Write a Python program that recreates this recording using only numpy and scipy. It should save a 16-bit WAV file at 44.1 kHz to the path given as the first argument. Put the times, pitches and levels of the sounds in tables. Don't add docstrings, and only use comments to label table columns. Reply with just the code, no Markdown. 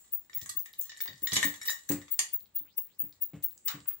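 import sys
import numpy as np
from scipy import signal
from scipy.fft import rfft, irfft
from scipy.io import wavfile

SR = 44100
rng = np.random.default_rng(int(sys.argv[2]) if len(sys.argv) > 2 else 0)


def to_wav(s):
    ch = np.atleast_2d(s).T
    pcm = np.round(np.clip(ch, -1, 1) * 32767)
    wavfile.write(sys.argv[1], SR, pcm.astype(np.int16))


N = 176400
T = np.arange(N) / SR
AGE = T[:SR // 2]

# (frequency [Hz], gain [dB])
ROOM_TONE_SPECTRUM = [(25, -27), (70, -1), (130, -6.5), (300, -10), (1000, -16), (3500, -22.5),
                      (6000, -27.5), (10000, -36), (16000, -40)]
# (time [s], peak level [dB])
SWISH_EVENTS = [(2.63, -66.5), (2.844, -70.5)]
# (time [s], level [dB])
SCRATCH_ENVELOPE = [(3.66, -110), (3.685, -43), (3.75, -52), (3.845, -91), (3.86, -57.5), (3.89, -86),
                    (3.912, -55), (3.98, -101)]
# (frequency [Hz], gain [dB])
SCRATCH_SPECTRUM = [(300, -22), (800, -10), (1150, -1.5), (1800, -3), (2800, -8), (6000, -19.5),
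                    (15000, -37.5)]
# (frequency [Hz], gain [dB])
HISS_SPECTRUM = [(3000, -15.5), (6000, -17.5), (7400, 8.5), (8500, -2), (10000, -21.5), (15000, -18.5)]
# (time [s], level [dB])
HISS_ENVELOPE = [(0, -60.5), (.3, -79.5), (1.9, -63), (2.15, -66), (2.5, -84), (3, -89), (3.5, -70.5),
                 (3.85, -63.5), (4, -81.5)]
# (time [s], relative level [dB], centre frequency [Hz])
TICK_EVENTS = [(0.591, -46, 5800), (0.7306, -48, 12540), (0.736, -46, 3900), (.965, -46, 4000),
               (0.991, -46, 4640), (1.1322, -44, 4080), (1.158, -52, 4700), (1.179, -50, 5500),
               (2.404, -54.5, 3950), (2.4582, -59, 3630), (2.594, -55.5, 3660), (3.126, -53, 4450),
               (3.5092, -58, 4020), (3.5775, -46.5, 7250), (3.8038, -46.5, 4300)]
# (time [s], relative level [dB], low-pass corner [Hz])
KNOCK_EVENTS = [(0.358, -58.5, 90.7), (0.421, -52.5, 89), (.55, -61.5, 400), (1.085, -52.5, 100),
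                (1.221, -50, 480), (1.32, -38.5, 123), (1.362, -40, 402), (1.448, -34.5, 476),
                (1.901, -27.5, 379), (1.924, -36.5, 540), (2.607, -63, 403), (3.03, -51, 283),
                (3.334, -39.5, 195), (3.742, -43, 208)]
# (frequency [Hz], relative level [dB], T60 [s])
TABLE_MODES = [(101.6, -12, 0.36), (158.6, 0, 0.18), (197, -0.5, 0.16), (291, 6.5, 0.22), (364, -7, 0.23),
               (379, -7, 0.25), (416, -10, 0.12), (443, -4.5, 0.19), (538.5, -2.5, 0.25)]
# (frequency [Hz], gain [dB])
THUD_SPECTRUM = [(30, -4), (120, 4), (300, -8), (600, -8), (1200, -10.5), (2500, -2), (6000, -19.5),
                 (16000, -32.5)]
# (frequency [Hz], relative level [dB])
BOWL_MODES = [(1150, -19), (1770, 2.5), (1836, 6), (1905, 7), (1990, -2), (2245, -5), (2945, -7.5),
              (3410, -15), (3750, -2), (3850, 0), (4228, -13), (4715, -6.5), (5505, -2), (6200, -16.5),
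              (6430, -19.5), (7100, 9.5), (7940, -6), (8820, -16.5), (11620, -4), (12200, -7),
              (12820, -8.5)]
# (frequency [Hz], gain [dB])
CRACK_SPECTRUM = [(200, -23), (700, -10.5), (1150, -0.5), (1450, -7.5), (1850, 2), (2550, -7.5),
                  (3800, 4.5), (5500, -2.5), (7600, 10), (9800, -5), (12500, -0.5), (16000, -20.5)]
# (time [s], level [dB])
SCRABBLE_ENVELOPE = [(0, -68), (.27, -77.5), (.4, -57), (.65, -71.5), (.85, -60), (1, -75), (1.25, -56.5),
                     (1.4, -42), (1.58, -57.5), (1.7, -49.5), (1.85, -68), (2.15, -65), (2.45, -88),
                     (3, -75.5), (3.3, -73), (3.6, -82), (3.88, -95), (4, -75)]
# (time [s], low band [dB], mid band [dB], high band [dB], skid time [s], ring over crack [dB])
BLOW_EVENTS = [(0.297, -51, -61.5, -58.5, 0.0034, 10), (0.331, -53.5, -50, -61, 0.0032, 8),
               (0.383, -61, -63, -50.5, 0.0026, 17), (0.414, -54.5, -47.5, -46.5, 0.0034, 2),
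               (0.431, -68, -69, -46, 0.0014, 8), (0.46, -49, -66, -41, 0.00086, -23),
               (0.4922, -44, -41, -32.5, 0.0069, -11.5), (0.658, -45.5, -54.5, -49.5, 0.0035, 0.5),
               (0.8116, -81, -71, -40.5, 0.0054, -14), (0.8945, -45.5, -43.5, -58, 0.00084, 7.5),
               (0.918, -48, -46.5, -63, 0.00088, 0), (0.972, -54.5, -59, -46.5, 0.0017, 3),
               (1.0043, -42, -39.5, -46, 0.0033, 1.5), (1.057, -48.5, -52, -61, 0.0024, -2),
               (1.076, -40.5, -39, -65, 0.0036, -1.5), (1.2715, -34, -32, -39, .0012, -1.5),
               (1.3198, -44, -30.5, -47, 0.0016, -24.5), (1.3317, -33.5, -32, -26.5, 0.01, 4.5),
               (1.357, -37, -25.5, -30.5, .008, 1.5), (1.3662, -24, -25, -25.5, 0.0015, 4),
               (1.4284, -20, -28.5, -30, 0.0062, 2.5), (1.4407, -34, -40.5, -30, 0.0069, -22),
               (1.539, -46.5, -48.5, -48.5, 0.0021, -12.5), (1.6142, -40.5, -42.5, -42, 0.002, 8),
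               (1.63, -44.5, -68, -43.5, 0.0045, 9), (1.652, -46, -41, -39.5, 0.026, -1),
               (1.682, -28, -28, -39.5, 0.0013, 30.5), (1.6963, -33, -42, -35.5, 0.0063, 14),
               (1.702, -56, -54, -30, 0.0056, 0), (1.89, -41.5, -42, -33.5, 0.0034, -29),
               (1.918, -43.5, -43, -31, 0.001, -22.5), (2.015, -51.5, -55.5, -61, 0.0021, 1),
               (2.0812, -53.5, -56, -74, 0.0022, -6), (2.1909, -33.5, -26, -20.5, 0.0015, -14.5),
               (3.4256, -65, -58, -50.5, .008, -22), (3.68, -41.5, -33, -36.5, 0.0018, -5)]


def amp(db):
    return 10 ** (np.asarray(db) / 20)


def fade(t60):
    return np.exp(-np.log(1000) * AGE / t60)


def unit(x):
    return x / np.sqrt(np.mean(np.sum(x ** 2, axis=-1)) / (SR / 50))


def level(x, db):
    return x * amp(db) / np.sqrt(np.mean(x ** 2))


def follow(x, envelope):
    return level(x, np.interp(T, *np.array(envelope).T))


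def pan(db):
    return amp(np.array([[db], [-db]]) / 2) / np.sqrt(np.cosh(db * np.log(10) / 20))


def noise(size):
    return rng.standard_normal((2, size))


def colour(x, spectrum):
    hz, db = np.array(spectrum).T
    bins_hz = np.arange(1025) * SR / 2048
    gain = amp(np.interp(np.log(bins_hz + 1), np.log(hz), db))
    cepstrum = irfft(np.log(gain))
    response = irfft(np.exp(rfft(np.r_[cepstrum[0], 2 * cepstrum[1:1024]], 2048)))
    return signal.fftconvolve(np.atleast_2d(x), response[None], axes=1)[:, :x.shape[-1]]


def cut(x, hz, kind, order=4):
    return signal.sosfilt(signal.butter(order, hz, kind, fs=SR, output="sos"), x)


def add(out, s, x):
    i = max(int(s * SR), 0)
    out[:, i:i + x.shape[-1]] += x[..., :max(N - i, 0)]


def room(x, wet_db, low_t60=.28, treble_t60=.14):
    diffuse = noise(len(AGE))
    low = cut(diffuse, 5000, "low", order=1)
    build_up = np.clip(AGE / .0044 - .3, 0, 1)
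    tail = (low * fade(low_t60) + (diffuse - low) * fade(treble_t60)) * build_up
    tail /= np.sqrt(np.sum(tail ** 2) / 2)
    return x + amp(wet_db) * signal.fftconvolve(x, tail, axes=1)[:, :N]


def room_tone():
    bass = cut(rng.standard_normal(N), 290, "low", order=1)
    treble = cut(noise(N), 480, "high", order=1)
    return level(colour(bass + treble, ROOM_TONE_SPECTRUM), db=-74)


def whistle(pitch_hz=15530, waver_hz=105, first_s=.131, period_s=.2206):
    out = np.zeros((2, N))
    lead_s, swell_s, decay_s = .05, .003, .011
    age = AGE - lead_s
    envelope = 1 / (np.exp(-age / swell_s) + np.exp(age / decay_s))
    for s in np.arange(first_s - period_s, N / SR, period_s) - lead_s:
        waver = level(cut(rng.standard_normal(len(AGE)), 140, "low"), db=0)
        pulse = envelope * np.sin(2 * np.pi * np.cumsum(pitch_hz + waver_hz * waver) / SR)
        tail = noise(len(AGE)) * fade(t60=.2)
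        reflected = signal.fftconvolve(pulse[None], tail, axes=1)[:, :len(AGE)]
        elapsed = max(int(-s * SR), 0)
        add(out, s, (unit(pulse) + unit(reflected))[:, elapsed:])
    return out * amp(-29.5) * pan(7.5)


def swishes(length_s=.15, start_hz=474, rise_hz_per_s=40000, half_width_hz=550):
    out = np.zeros((2, N))
    glide = np.sin(2 * np.pi * np.cumsum(start_hz + rise_hz_per_s * AGE) / SR)
    envelope = np.sin(np.pi * np.minimum(AGE / length_s, 1))
    for s, db in SWISH_EVENTS:
        band = cut(noise(len(AGE)), half_width_hz, "low", order=2)
        add(out, s, level(band, db) * glide * envelope)
    return out


def scratch(slips_per_s=5100):
    slips = noise(N) * (rng.random(N) < slips_per_s / SR)
    return room(follow(colour(slips, SCRATCH_SPECTRUM), SCRATCH_ENVELOPE), wet_db=-7.5)


def shell_hiss():
    return follow(colour(noise(N), HISS_SPECTRUM), HISS_ENVELOPE)


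def ticks(attack_s=.0003, half_width_octaves=.12):
    out = np.zeros((2, N))
    envelope = fade(t60=.011) * (1 - np.exp(-(AGE / attack_s) ** 2))
    for s, db, hz in TICK_EVENTS:
        edges_hz = hz * 2 ** (half_width_octaves * np.array([-1, 1]))
        band = cut(rng.standard_normal(len(AGE)), edges_hz, "band", order=1)
        add(out, s, level(band, db + 2.5) * envelope * pan(3 * rng.standard_normal()))
    return room(out, wet_db=-3.5)


def knocks(scatter_db=3, detune=.0014):
    out = np.zeros((2, N))
    for s, db, corner_hz in KNOCK_EVENTS:
        ring = 0
        for mode_hz, mode_db, t60 in TABLE_MODES:
            gain = amp(mode_db + scatter_db * rng.standard_normal())
            hz = mode_hz * (1 + detune * rng.standard_normal())
            ring += gain * np.sin(2 * np.pi * hz * AGE) * fade(t60) * rng.choice([-1, 1])
        ring = cut(unit(ring), corner_hz, "low", order=3)
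        thud = colour(rng.standard_normal(len(AGE)) * fade(t60=.32), THUD_SPECTRUM)
        thud = cut(unit(thud), corner_hz, "low", order=1)
        knock = cut(ring + amp(-2) * thud, 90, "high", order=3)
        add(out, s, amp(db - 1) * unit(knock) * pan(2))
    return room(out, wet_db=-20)


def bowl_ring(split=.005, scatter_db=6, t60_at_2khz=.12, damping_exponent=.13):
    out = np.zeros((2, len(AGE)))
    for hz, db in BOWL_MODES:
        start_phase = rng.uniform(0, 2 * np.pi, (2, 1))
        detune, weight, lag = rng.standard_normal((3, 2, 1))
        phase = 2 * np.pi * hz * (1 + split * detune) * AGE + start_phase
        gains = amp(db + scatter_db * weight)
        left = np.sum(gains * np.sin(phase), axis=0)
        right = np.sum(gains * np.sin(phase + 2 * lag), axis=0)
        out += np.array([left, right]) * fade(t60_at_2khz * (2000 / hz) ** damping_exponent)
    return unit(out)


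def shell_crack(cluster_hz=110, cluster_db=5):
    bins_hz = np.fft.rfftfreq(len(AGE), 1 / SR)
    gap_hz = np.min([abs(bins_hz - hz) for hz, _ in BOWL_MODES], axis=0)
    clusters = amp(cluster_db * np.exp(-(gap_hz / cluster_hz) ** 2))
    partials = irfft(rfft(noise(len(AGE))) * clusters)
    snap, rattle = fade(t60=.018), amp(-5) * fade(t60=.14)
    return unit(colour(partials * (snap + rattle), CRACK_SPECTRUM))


def scrabble(contacts_per_s=1200, spread_db=7.5):
    contacts = rng.random(N) < contacts_per_s / SR
    strength = amp(spread_db * np.minimum(rng.exponential(size=N), 4))
    impulses = contacts * strength * rng.choice([-1, 1], N)
    response = shell_crack() + amp(-14.5) * bowl_ring()
    legs = signal.fftconvolve(impulses[None], response, axes=1)[:, :N]
    return room(follow(legs, SCRABBLE_ENVELOPE), wet_db=-4.5)


def blows(slips_per_s=1500, sizzle_db_per_doubling=3):
    out = np.zeros((2, N))
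    age = AGE[:SR // 16]
    for s, low_db, mid_db, high_db, skid_s, ring_db in BLOW_EVENTS:
        force = .5 * rng.standard_normal(len(age)) * (rng.random(len(age)) < slips_per_s / SR)
        force *= np.exp(-(age / skid_s) ** 2)
        force[0] = 1
        response = shell_crack() + amp(ring_db) * bowl_ring()
        hit = signal.fftconvolve(response, force[None], axes=1)[:, :len(AGE)]
        sizzle_db = high_db - 7.5 + sizzle_db_per_doubling * np.log2(skid_s / .003)
        low = unit(cut(hit, 2500, "low")) * amp(low_db) * pan(7)
        mid = unit(cut(hit, (2500, 6000), "band")) * amp(mid_db) * pan(-1.5)
        high = unit(cut(hit, (6000, 9500), "band")) * amp(high_db) * pan(.5)
        sizzle = unit(cut(hit, 9500, "high")) * amp(sizzle_db) * pan(1)
        add(out, s, low + mid + high + sizzle)
    return room(out * amp(-5), wet_db=-6.5)


def scene():
    crabs = blows() + ticks() + knocks() + scrabble() + shell_hiss() + scratch()
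    return crabs + swishes() + whistle() + room_tone()


def record(dry, top_hz=16500):
    return signal.sosfilt(signal.ellip(10, .1, 80, top_hz, fs=SR, output="sos"), dry)


dry = scene()
out = record(dry)
to_wav(out)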